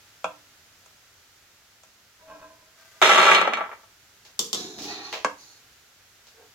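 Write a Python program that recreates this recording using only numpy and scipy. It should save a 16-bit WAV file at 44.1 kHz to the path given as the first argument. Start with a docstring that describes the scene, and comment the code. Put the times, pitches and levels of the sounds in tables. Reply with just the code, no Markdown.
"""A stereo pair by the stove in a small tiled kitchen; burner and hot oil hiss faintly throughout.
A wire skimmer knocks on a wok, then scrapes up its wall (2.2 s). Fried almonds slip off the wires,
clatter onto a steel plate (3 s) and settle as the heap cushions them. The plate clinks against the
stove (4.4 s), slides along it and is set down with a knock (5.2 s). At the end it rocks softly."""
import sys
import numpy as np
from scipy import signal
from scipy.fft import rfft, irfft
from scipy.io import wavfile
from scipy.ndimage import uniform_filter1d

SR = 44100
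rng = np.random.default_rng(int(sys.argv[2]) if len(sys.argv) > 2 else 0)


def bounce(signal):
    """Save signal as a 16-bit WAV file at the path given by the first command-line argument."""
    frames = np.transpose(np.atleast_2d(signal))
    limited = np.clip(frames, -1, 1)
    pcm = np.round(limited * 32767).astype(np.int16)
    wavfile.write(sys.argv[1], SR, pcm)


N = 288681
RING_SIZE = 32768   # samples in a response
TIME = np.arange(N) / SR
RING_TIME = TIME[:RING_SIZE]

# Levels are relative within a table; mode widths are scaled by the damping of each use.
# spectrum of burner and hot oil: (frequency [Hz], level [dB])
HISS_COLOUR = [(15, -18.5), (25, -11.5), (99, 2.5), (149, -6), (363, -8.5), (405, -4), (451, -8), (641, -6),
               (1100, -7), (1370, -1.5), (2480, -4.5), (6920, -6), (8830, -15.5), (14000, -13),
               (16000, -17.5)]
# the hiss before and after the handling, one list each: (time [s], level [dB])
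HISS_LEVELS = [
    [(0.0, -58), (2.1, -61), (2.15, -60.5)],
    [(5.7, -58.5), (5.892, -60), (6.5, -59)],
]

# skimmer knocking on the wok: (time [s], level [dB], hardness [dB])
SKIMMER_KNOCKS = [(0.2437, -9.5, -26), (0.861, -43.5, -4), (1.835, -42, -4)]
# skimmer strokes up the wok's wall: (time [s], level [dB])
SKIMMER_STROKES = [(2.225, -56), (2.31, -42), (2.422, -46.5), (2.52, -58), (2.625, -61)]
# spectra of a knock and a scrape on the wok: (frequency [Hz], level [dB])
WOK_KNOCK_COLOUR = [(71, -67), (150, -24), (180, -8.5), (225, -21), (300, -6), (355, -27), (503, -4),
                    (820, 3), (1010, -0.5), (1190, -4.5), (1320, 5), (1940, -31), (2450, -2.5), (3110, -24),
                    (3400, -7.5), (3900, -28), (6910, -13.5), (16000, -52)]
WOK_SCRAPE_COLOUR = [(120, -48), (200, -20), (529, -20), (636, -10), (766, -22), (1030, -1), (1270, -23),
                     (1530, -3), (1710, -30), (2510, -16), (8000, -50), (10400, -71)]
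# resonances of the wok and the skimmer's wires: (frequency [Hz], width [Hz], level [dB])
WOK_WALL_MODES = [(300, 16, -5), (640, 36, 0), (885, 22, -5), (1020, 60, -2), (1325, 45, -13),
                  (1560, 60, -13), (2440, 80, -15), (3340, 50, -25), (5580, 70, -28)]
WIRE_MODES = [(660, 14, -6), (1220, 8.2, 3.5), (1570, 13, -0.5), (2005, 14, -5.5)]

# pushes along the stove: (time [s], length [s], judder [dB], coarse grit [dB], fine grit [dB])
PLATE_PUSHES = [(4.572, 0.18, -32.5, -40, -34.5), (4.796, 0.075, -32.5, -44, -39),
                (4.899, 0.29, -39.5, -32.5, -47.5), (5.055, 0.12, -61, -46, -49),
                (5.407, 0.17, -63.5, -59, -46)]
# the sliding plate's modes rise as its point of support moves inward: (time [s], pitch [ratio])
SUPPORT_GLIDE = [(4.57, 0.94), (4.7, .9), (4.8, 0.91), (4.88, 1.02), (4.93, 1.01), (5.06, .99),
                 (5.12, 1.04)]
# the plate catching, clinking and landing on the stove: (time [s], level [dB], hardness [dB])
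RIM_CATCHES = [(4.251, -33, -3), (4.787, -24.5, -3), (4.82, -32, 8.5), (4.843, -23.5, 0), (4.91, -28, -3),
               (5.047, -39, -4), (5.127, -8, -15.5), (5.138, -19, -12), (6.269, -37.5, -1)]
RIM_CLINKS = [(4.392, -12, -9.5), (4.53, -12, -14.5), (4.546, -15.5, -20.5)]
SET_DOWN_KNOCK = [(5.247, -1.5, -23.5)]
# spectra of the plate sliding, catching, clinking and landing: (frequency [Hz], level [dB])
RASP_COLOUR = [(53, -56), (100, -18), (188, -23), (310, -2.5), (480, -9), (600, -26), (740, -6),
               (1240, -14.5), (2200, -17), (3430, -14), (4080, -3), (4550, -14.5), (6870, -8), (8170, -32),
               (12300, -28.5), (16000, -43)]
RIM_CATCH_COLOUR = [(100, -23), (230, -19), (460, -2), (950, 1.5), (1400, -7), (2300, -1.5), (4200, -2.5),
                    (7000, -8), (8500, -24.5), (16000, -23)]
RIM_CLINK_COLOUR = [(71, -43), (120, -15), (213, -5.5), (284, -9), (473, -3.5), (670, -25.5), (1070, -12),
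                    (1720, -30), (2290, -21.5), (2430, -25.5), (3380, -5), (3820, -11), (6370, -2),
                    (9020, -17), (16000, -24)]
PLATE_KNOCK_COLOUR = [(71, -45), (150, -17), (285, -4.5), (370, -28), (513, -9.5), (690, -2.5), (950, 1.5),
                      (1100, -1), (1400, -4), (1620, -5.5), (1830, -12.5), (2700, -12), (3660, -25.5),
                      (6910, -23), (16000, -62)]
# plate resonances when slid, hit on the rim, set down loaded and hit by almonds:
# (frequency [Hz], width [Hz], level [dB])
PLATE_SLIDE_MODES = [(338.3, 23, -3.5), (408, 33, -3), (803, 29, 0), (1154, 74, -13.5), (1386, 29, -17),
                     (1880, 52, -9.5), (2480, 140, -10), (3760, 80, -6.5), (4160, 105, -2), (4725, 86, -4),
                     (5840, 120, -5.5)]
PLATE_RIM_MODES = [(3516, 20, 9), (3590, 37, 8.5), (4290, 73, 3), (5100, 38, 8), (5690, 47, 9.5),
                   (6290, 42, -4), (6670, 38, 6), (7370, 19, 14), (8310, 20, 10), (10400, 43, 4),
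                   (12500, 40, 3), (15300, 45, 1)]
PLATE_LOADED_MODES = [(295, 14, -4.5), (440, 36, -6), (517.7, 53, -9.5), (727, 37, -6.5), (906, 40, -3),
                      (1087, 60, -4), (1571, 98, -0.5), (2710, 180, -17)]
PLATE_FACE_MODES = [(185, 22, -11), (218, 22, -12), (388, 17, -6), (619, 21, -6), (818, 18, -3),
                    (888, 21, -2), (1165, 43, 1), (1276, 17, 2), (1340, 29, 3), (1631, 26, -2),
                    (1820, 20, -3), (2024, 20, -3), (2202, 24, 0), (2296, 18, 1), (2425, 20, -2),
                    (2772, 19, -5), (2815, 28, -6), (3109, 22, -4), (3241, 23, -4), (3375, 28, -4),
                    (3763, 25, -9), (3819, 21, -8), (4231, 24, -10), (4471, 31, -15), (5110, 40, -16),
                    (5757, 33, -13), (6490, 40, -19), (7230, 49, -20)]

# single almonds landing hard: (time [s], level [dB], hardness [dB], range the spot favours [Hz])
HARD_LANDINGS = [(3.016, 3.5, -13.5, 790), (3.024, 3, -7, 1310), (3.032, -2, -19, 3060),
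                 (3.055, 1, -12, 1410), (3.094, -0.5, -11, 1310), (3.099, 1, -23, 856),
                 (3.113, 3, -18, 2100), (3.157, -1.5, -32, 860), (3.175, 0.5, -20, 1200),
                 (3.183, 3, -23, 1270), (3.192, -1.5, -18, 1270), (3.231, -1.5, -18, 1400),
                 (3.268, 2, -17, 1260), (3.288, 0, -26, 1360), (3.298, 1, -24, 1200),
                 (3.315, 3.5, -16, 2120), (3.348, 1, -8, 3000), (3.382, -8.5, -13, 1430),
                 (3.414, -0.5, -11, 1130), (3.453, -6.5, -30, 890), (3.475, 1.5, -22, 780),
                 (3.524, -12, -30, 750), (3.535, -2, -11.5, 2340), (3.572, -10, -11, 1400),
                 (3.583, -8.5, -33, 897), (3.599, -16, -32, 1400), (3.608, -5.5, -39, 840),
                 (3.639, -16.5, -32, 1400), (3.661, -21.5, -36, 1290), (3.692, -22, -30, 1000),
                 (3.715, -18.5, -32, 1960), (3.729, -20.5, -36, 890), (3.834, -33.5, -32, 950)]
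# spectrum of an almond on steel: (frequency [Hz], level [dB])
LANDING_COLOUR = [(100, -49), (145, -31), (178, -10), (320, -10.5), (395, -2), (470, -6), (610, 0.5),
                  (870, -2), (990, -5), (1280, -1), (1750, -5), (2250, -3.5), (2600, -6), (3400, -6),
                  (4700, -26.5), (7000, -26.5), (9000, -34), (16000, -47)]

# colour difference between the microphones: (frequency [Hz], left minus right [dB])
PAIR_BALANCE = [(100, 3.5), (300, -3.5), (900, -0.7), (2500, -1), (6000, -3.5), (8000, 2), (10500, 7.5),
                (16000, 0)]

POUR_START_S, POUR_HOLD_S, POUR_RELEASE_DB_PER_S = 3.016, 0.34, 92.5


def amp(db):
    """Decibels to gain."""
    return 10 ** (np.asarray(db) / 20)


def unit_energy(x):
    """Scale so that the channels hold energy 1 on average."""
    return x / np.sqrt(np.mean(np.sum(x ** 2, axis=-1)) + 1e-20)


def gain_by_bin(points, size):
    """A (frequency [Hz], level [dB]) table as gains on an FFT grid."""
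    hz, db = np.transpose(points)
    return amp(np.interp(np.log(np.fft.rfftfreq(size, 1 / SR) + 1), np.log(hz), db))


def split(x, hz, kind, order=3):
    """Low, high or band pass."""
    return signal.sosfilt(signal.butter(order, hz, kind, fs=SR, output="sos"), x + 1e-18)


def through(x, response):
    """Play a signal through a stereo response."""
    return signal.fftconvolve(np.atleast_2d(x), response, axes=1)[:, :N]


def diffuse(size, alike_hz):
    """Noise from all around: alike at both microphones in the bass, unrelated in the treble."""
    alike = 1 / (1 + (np.fft.rfftfreq(size, 1 / SR) / alike_hz) ** 2)
    mid, side = rfft(rng.standard_normal((2, size)))
    return irfft(np.sqrt(1 + alike) * mid + np.sqrt(1 - alike) * side * [[1], [-1]], size)


def dying(t60, alike_hz=1300):
    """Countless close modes dying away together, by 60 dB in t60 seconds."""
    return unit_energy(diffuse(RING_SIZE, alike_hz) * amp(-60 * RING_TIME / t60))


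def wash(colour, t60, wash_db, even_hz=110):
    """The contact pulse and the dense modes behind it; together they follow the given colour."""
    dense = 1 + amp(wash_db) * rfft(dying(t60))
    power = np.mean(np.abs(dense) ** 2, axis=0)
    local_power = uniform_filter1d(power, int(even_hz * RING_SIZE / SR))
    cepstrum = irfft(np.log(gain_by_bin(colour, RING_SIZE) / np.sqrt(local_power)))
    cepstrum[1:RING_SIZE // 2] *= 2
    cepstrum[RING_SIZE // 2 + 1:] = 0   # minimum phase: nothing sounds before the contact
    return unit_energy(irfft(np.exp(rfft(cepstrum)) * dense))


def ringing(modes, damping=1.0):
    """The clear modes of a body; each microphone hears them at other strengths."""
    hz, width, db = np.transpose(modes)
    width = width * damping
    rings = np.exp(-np.pi * width[:, None] * RING_TIME) * np.sin(2 * np.pi * hz[:, None] * RING_TIME)
    strength = amp(db + rng.normal(0, 2, (2, len(hz)))) * width * rng.choice([-1, 1], len(hz))
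    strength[1] *= np.where(hz > 2000, rng.choice([-1, 1], len(hz)), 1)   # short waves: either phase
    return unit_energy(strength @ rings)


def steel(colour, modes, t60, wash_db, modes_db, damping, lowest_hz):
    """A steel vessel: contact pulse, dense wash and clear modes, silent below its lowest note."""
    whole = wash(colour, t60, wash_db) + amp(modes_db) * ringing(modes, damping)
    return unit_energy(split(whole, lowest_hz, "high", order=8))


def rubbed(force, modes, damping, wander, glide=((0, 1),), wanders_per_s=25):
    """Modes under a moving contact: all follow the glide in pitch, and each wanders by itself."""
    first, last = np.flatnonzero(np.abs(force) > 1e-6)[[0, -1]]
    t, out = TIME[first:last], np.zeros((2, N))
    ratio = np.interp(t, *np.transpose(glide))
    shifts_s = np.arange(0, TIME[-1], 1 / wanders_per_s)
    total = sum(amp(db) ** 2 * width for _, width, db in modes)
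    for hz, width, db in modes:
        bend = 1 + wander * np.interp(t, shifts_s, rng.standard_normal(len(shifts_s)))
        turn = np.exp(2j * np.pi * np.cumsum(hz * ratio * bend) / SR)
        pole = np.exp(-np.pi * width * damping / SR)
        ring = turn * signal.lfilter([np.sqrt(2 * (1 - pole ** 2))], [1, -pole], force[first:last] / turn)
        mic_phase = np.pi * min(hz / 4000, 1) * rng.uniform(-0.78, 1, (2, 1))
        out[:, first:last] += amp(db) * np.sqrt(width / total) * np.imag(np.exp(1j * mic_phase) * ring)
    return out


def gesture(start_s, attack_s, hold_s, sag_db_per_s, release_db_per_s):
    """Gain of one movement: it rises up to its start time, sags while it is held, then dies away."""
    age = TIME - start_s
    fallen_db = sag_db_per_s * np.clip(age, 0, hold_s) + release_db_per_s * np.maximum(age - hold_s, 0)
    return np.clip(1 + age / attack_s, 0, 1) * amp(-np.minimum(fallen_db, 200))


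def contact(clicks, hardness_db, edge_hz=3800):
    """A harder contact is shorter and carries more treble."""
    return split(clicks, edge_hz, "low") + split(clicks * amp(hardness_db), edge_hz, "high")


def blows(rows, usual_hardness_db):
    """Force of a table of blows, each with its own strength and hardness."""
    s, level_db, hardness_db = np.transpose(rows)
    at = np.round(s * SR).astype(int)
    clicks, hardness = np.zeros(N), np.zeros(N)
    clicks[at], hardness[at] = amp(level_db), hardness_db - usual_hardness_db
    return contact(clicks, hardness)


def patter(per_s, spread_db, even_s=0.018):
    """Random small contacts of uneven size, levelled over stretches of even_s."""
    clicks = (rng.random(N) < per_s / SR) * amp(spread_db * rng.standard_normal(N))
    clicks *= rng.choice([-1, 1], N)
    return clicks / np.sqrt(np.abs(uniform_filter1d(clicks ** 2, int(even_s * SR))) + 1e-6)


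def chatter(force, gap_s, loss_db, count):
    """Metal on metal rebounds a few times, each time weaker."""
    return sum(amp(-loss_db * k) * np.roll(force, round(k * gap_s * SR)) for k in range(count))


def stove_hiss():
    """The bed: burner and hot oil, faint and all around the microphones."""
    noise = irfft(rfft(diffuse(N, alike_hz=1170)) * gain_by_bin(HISS_COLOUR, N), N)
    s, db = np.vstack(HISS_LEVELS).T
    return amp(3 + np.interp(TIME, s, db)) * unit_energy(noise) * np.sqrt(N)


def kitchen(direct, ceiling_s=0.0174):
    """Direct sound, one clear echo from the ceiling and a short tail from the tiled walls."""
    ceiling = split(np.roll(direct, round(ceiling_s * SR), axis=1), 5050, "low")
    tail = through(direct, dying(t60=0.29, alike_hz=796))
    return direct + amp(-14) * ceiling + amp(-7) * tail


def skimmer_slip(start_s=2.78):
    """Almonds slide over the skimmer's wires, which ring faintly until the almonds fall."""
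    sliding = amp(-52) * gesture(start_s, attack_s=0.048, hold_s=POUR_START_S - start_s,
                                 sag_db_per_s=1.5, release_db_per_s=POUR_RELEASE_DB_PER_S)
    slip = patter(per_s=170, spread_db=1.5, even_s=0.05) * sliding
    wires = steel(HISS_COLOUR, WIRE_MODES, t60=0.092, wash_db=9,
                  modes_db=-1.5, damping=0.8, lowest_hz=395.6)
    return amp(-4) * through(slip, wires)


def skimmer_scrapes():
    """The skimmer rubs up the wok's wall; each stroke bites, then eases off."""
    pressure = sum(amp(db) * gesture(s, 0.049, hold_s=0.087, sag_db_per_s=144, release_db_per_s=320)
                   for s, db in SKIMMER_STROKES)
    scrape = patter(per_s=460, spread_db=4) * pressure
    singing = rubbed(scrape, WOK_WALL_MODES, damping=0.42, wander=0.022)
    rasp = through(scrape, wash(WOK_SCRAPE_COLOUR, t60=0.035, wash_db=17))
    return amp(-1) * singing + amp(-13) * rasp


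def skimmer_knocks():
    """The skimmer strikes the wok and rebounds; the wall rings."""
    knocks = chatter(blows(SKIMMER_KNOCKS, usual_hardness_db=-14.5), gap_s=0.001844, loss_db=10.5, count=3)
    wok = steel(WOK_KNOCK_COLOUR, WOK_WALL_MODES, t60=0.064, wash_db=5.5,
                modes_db=-14, damping=0.23, lowest_hz=151)
    return amp(15) * through(knocks, wok)


def plate_slide():
    """Stick and slip shakes the plate's low modes, grit excites the high ones, and the rim catches."""
    judder_gain, coarse_gain, fine_gain = sum(
        np.outer(amp(levels_db), gesture(s, 0.04, length_s, sag_db_per_s=67, release_db_per_s=259))
        for s, length_s, *levels_db in PLATE_PUSHES)
    judder = split(patter(per_s=290, spread_db=2.5) * judder_gain, [110, 434], "band", order=2)
    grains = patter(per_s=1000, spread_db=2.5, even_s=0.035)
    coarse_grit = split(split(grains * coarse_gain, 500, "high"), 3840, "low")
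    fine_grit = split(grains * fine_gain, 4900, "high")
    force = amp(6.5) * judder + amp(2.5) * coarse_grit + amp(1.5) * fine_grit
    rasp = through(force, wash(RASP_COLOUR, t60=0.36, wash_db=5.5))
    singing = rubbed(force, PLATE_SLIDE_MODES, damping=0.72, wander=0.013, glide=SUPPORT_GLIDE)
    snags = blows(RIM_CATCHES, usual_hardness_db=-9)
    catches = through(snags, wash(RIM_CATCH_COLOUR, t60=0.25, wash_db=12.5))
    return amp(-4.5) * rasp + amp(-3.5) * singing + amp(10.5) * catches


def plate_clinks():
    """The rim meets the stove edge on: a bright crack with a long shimmer."""
    force = blows(RIM_CLINKS, usual_hardness_db=-5)
    shimmer = steel(RIM_CLINK_COLOUR, PLATE_RIM_MODES, t60=0.34, wash_db=41,
                    modes_db=2, damping=0.65, lowest_hz=107.5)
    crack = steel(RIM_CLINK_COLOUR, PLATE_RIM_MODES, t60=0.045, wash_db=19,
                  modes_db=0, damping=3.3, lowest_hz=510)
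    return amp(20.5) * through(force, shimmer + crack)


def plate_set_down():
    """The loaded plate drops flat and rebounds: a dull knock. Later it rocks softly as it is gripped."""
    knock = chatter(blows(SET_DOWN_KNOCK, usual_hardness_db=-25), gap_s=0.001826, loss_db=6.5, count=4)
    plate = steel(PLATE_KNOCK_COLOUR, PLATE_LOADED_MODES, t60=0.053, wash_db=-0.5,
                  modes_db=-7.5, damping=0.39, lowest_hz=172)
    grip = amp(-49.5) * gesture(6.425, attack_s=0.1, hold_s=0, sag_db_per_s=0, release_db_per_s=383)
    rocking = split(patter(per_s=1800, spread_db=0.5) * grip, [330, 720], "band", order=2)
    return amp(10.5) * through(knock, plate) + amp(3.5) * through(rocking, ringing(PLATE_LOADED_MODES))


def landing_force(rows, usual_hardness_db):
    """An almond lands on one end, then topples onto its side; the spot it hits favours one range."""
    force, click = np.zeros(N), signal.unit_impulse(1024)
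    topples_s = 0.0045 * rng.uniform(0.511, 1.5, len(rows))
    for (s, level_db, hardness_db, hz), topple_s in zip(rows, topples_s):
        pulse = amp(level_db) * contact(click, hardness_db - usual_hardness_db)
        pulse += amp(5) * signal.lfilter(*signal.iirpeak(hz, Q=2, fs=SR), pulse)
        for touch_s, gain in ((s, 1), (s + topple_s, amp(-6.5))):
            at = round(touch_s * SR)
            force[at:at + len(click)] += gain * pulse
    return force


def almonds(places=2, contacts_per_s=650, thinning_s=0.32):
    """Almonds rain on the plate: a full stream, then stragglers, ever softer as the heap cushions them."""
    cushion_db_per_s, settle_db_per_s, dulling_db_per_s = 10.5, 129, 28
    age = np.maximum(TIME - POUR_START_S, 0)
    since_empty = np.maximum(age - POUR_HOLD_S, 0)
    per_s = contacts_per_s / places * np.exp(-since_empty / thinning_s)
    hardness_db = 6 - cushion_db_per_s * age - settle_db_per_s * since_empty   # hardest on bare steel
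    flow = amp(-16) * gesture(POUR_START_S, attack_s=0.00074, hold_s=POUR_HOLD_S,
                              sag_db_per_s=5, release_db_per_s=POUR_RELEASE_DB_PER_S)
    out = 0
    for place in range(places):
        stream = contact(patter(per_s, spread_db=1, even_s=0.02) * flow, hardness_db) / np.sqrt(places)
        singles = amp(4.5) * landing_force(HARD_LANDINGS[place::places], usual_hardness_db=-17.5)
        # stragglers land on other almonds and lose their upper middle range too
        force = contact(stream + singles, -dulling_db_per_s * since_empty, edge_hz=1860)
        plate = steel(LANDING_COLOUR, PLATE_FACE_MODES, t60=0.041, wash_db=5.5,
                      modes_db=-2, damping=0.75, lowest_hz=160)
        out = out + through(force, plate)
    return out


def scene():
    """All the handling as it reaches the microphones, over the hiss of the stove."""
    pour = almonds()
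    skimmer = skimmer_knocks() + skimmer_scrapes() + skimmer_slip()
    plate = plate_clinks() + plate_slide() + plate_set_down()
    return kitchen(pour + skimmer + plate) + stove_hiss()


def record(dry):
    """The two microphones differ in colour; the highest peaks are clipped and the top is cut."""
    lean = np.sqrt(gain_by_bin(PAIR_BALANCE, N))
    heard = irfft(rfft(dry) * np.array([lean, 1 / lean]), N)
    top_cut = signal.ellip(10, 0.1, 80, 16200, fs=SR, output="sos")
    return signal.sosfilt(top_cut, np.clip(heard, -0.92, 0.92))


dry = scene()
out = record(dry)
bounce(out)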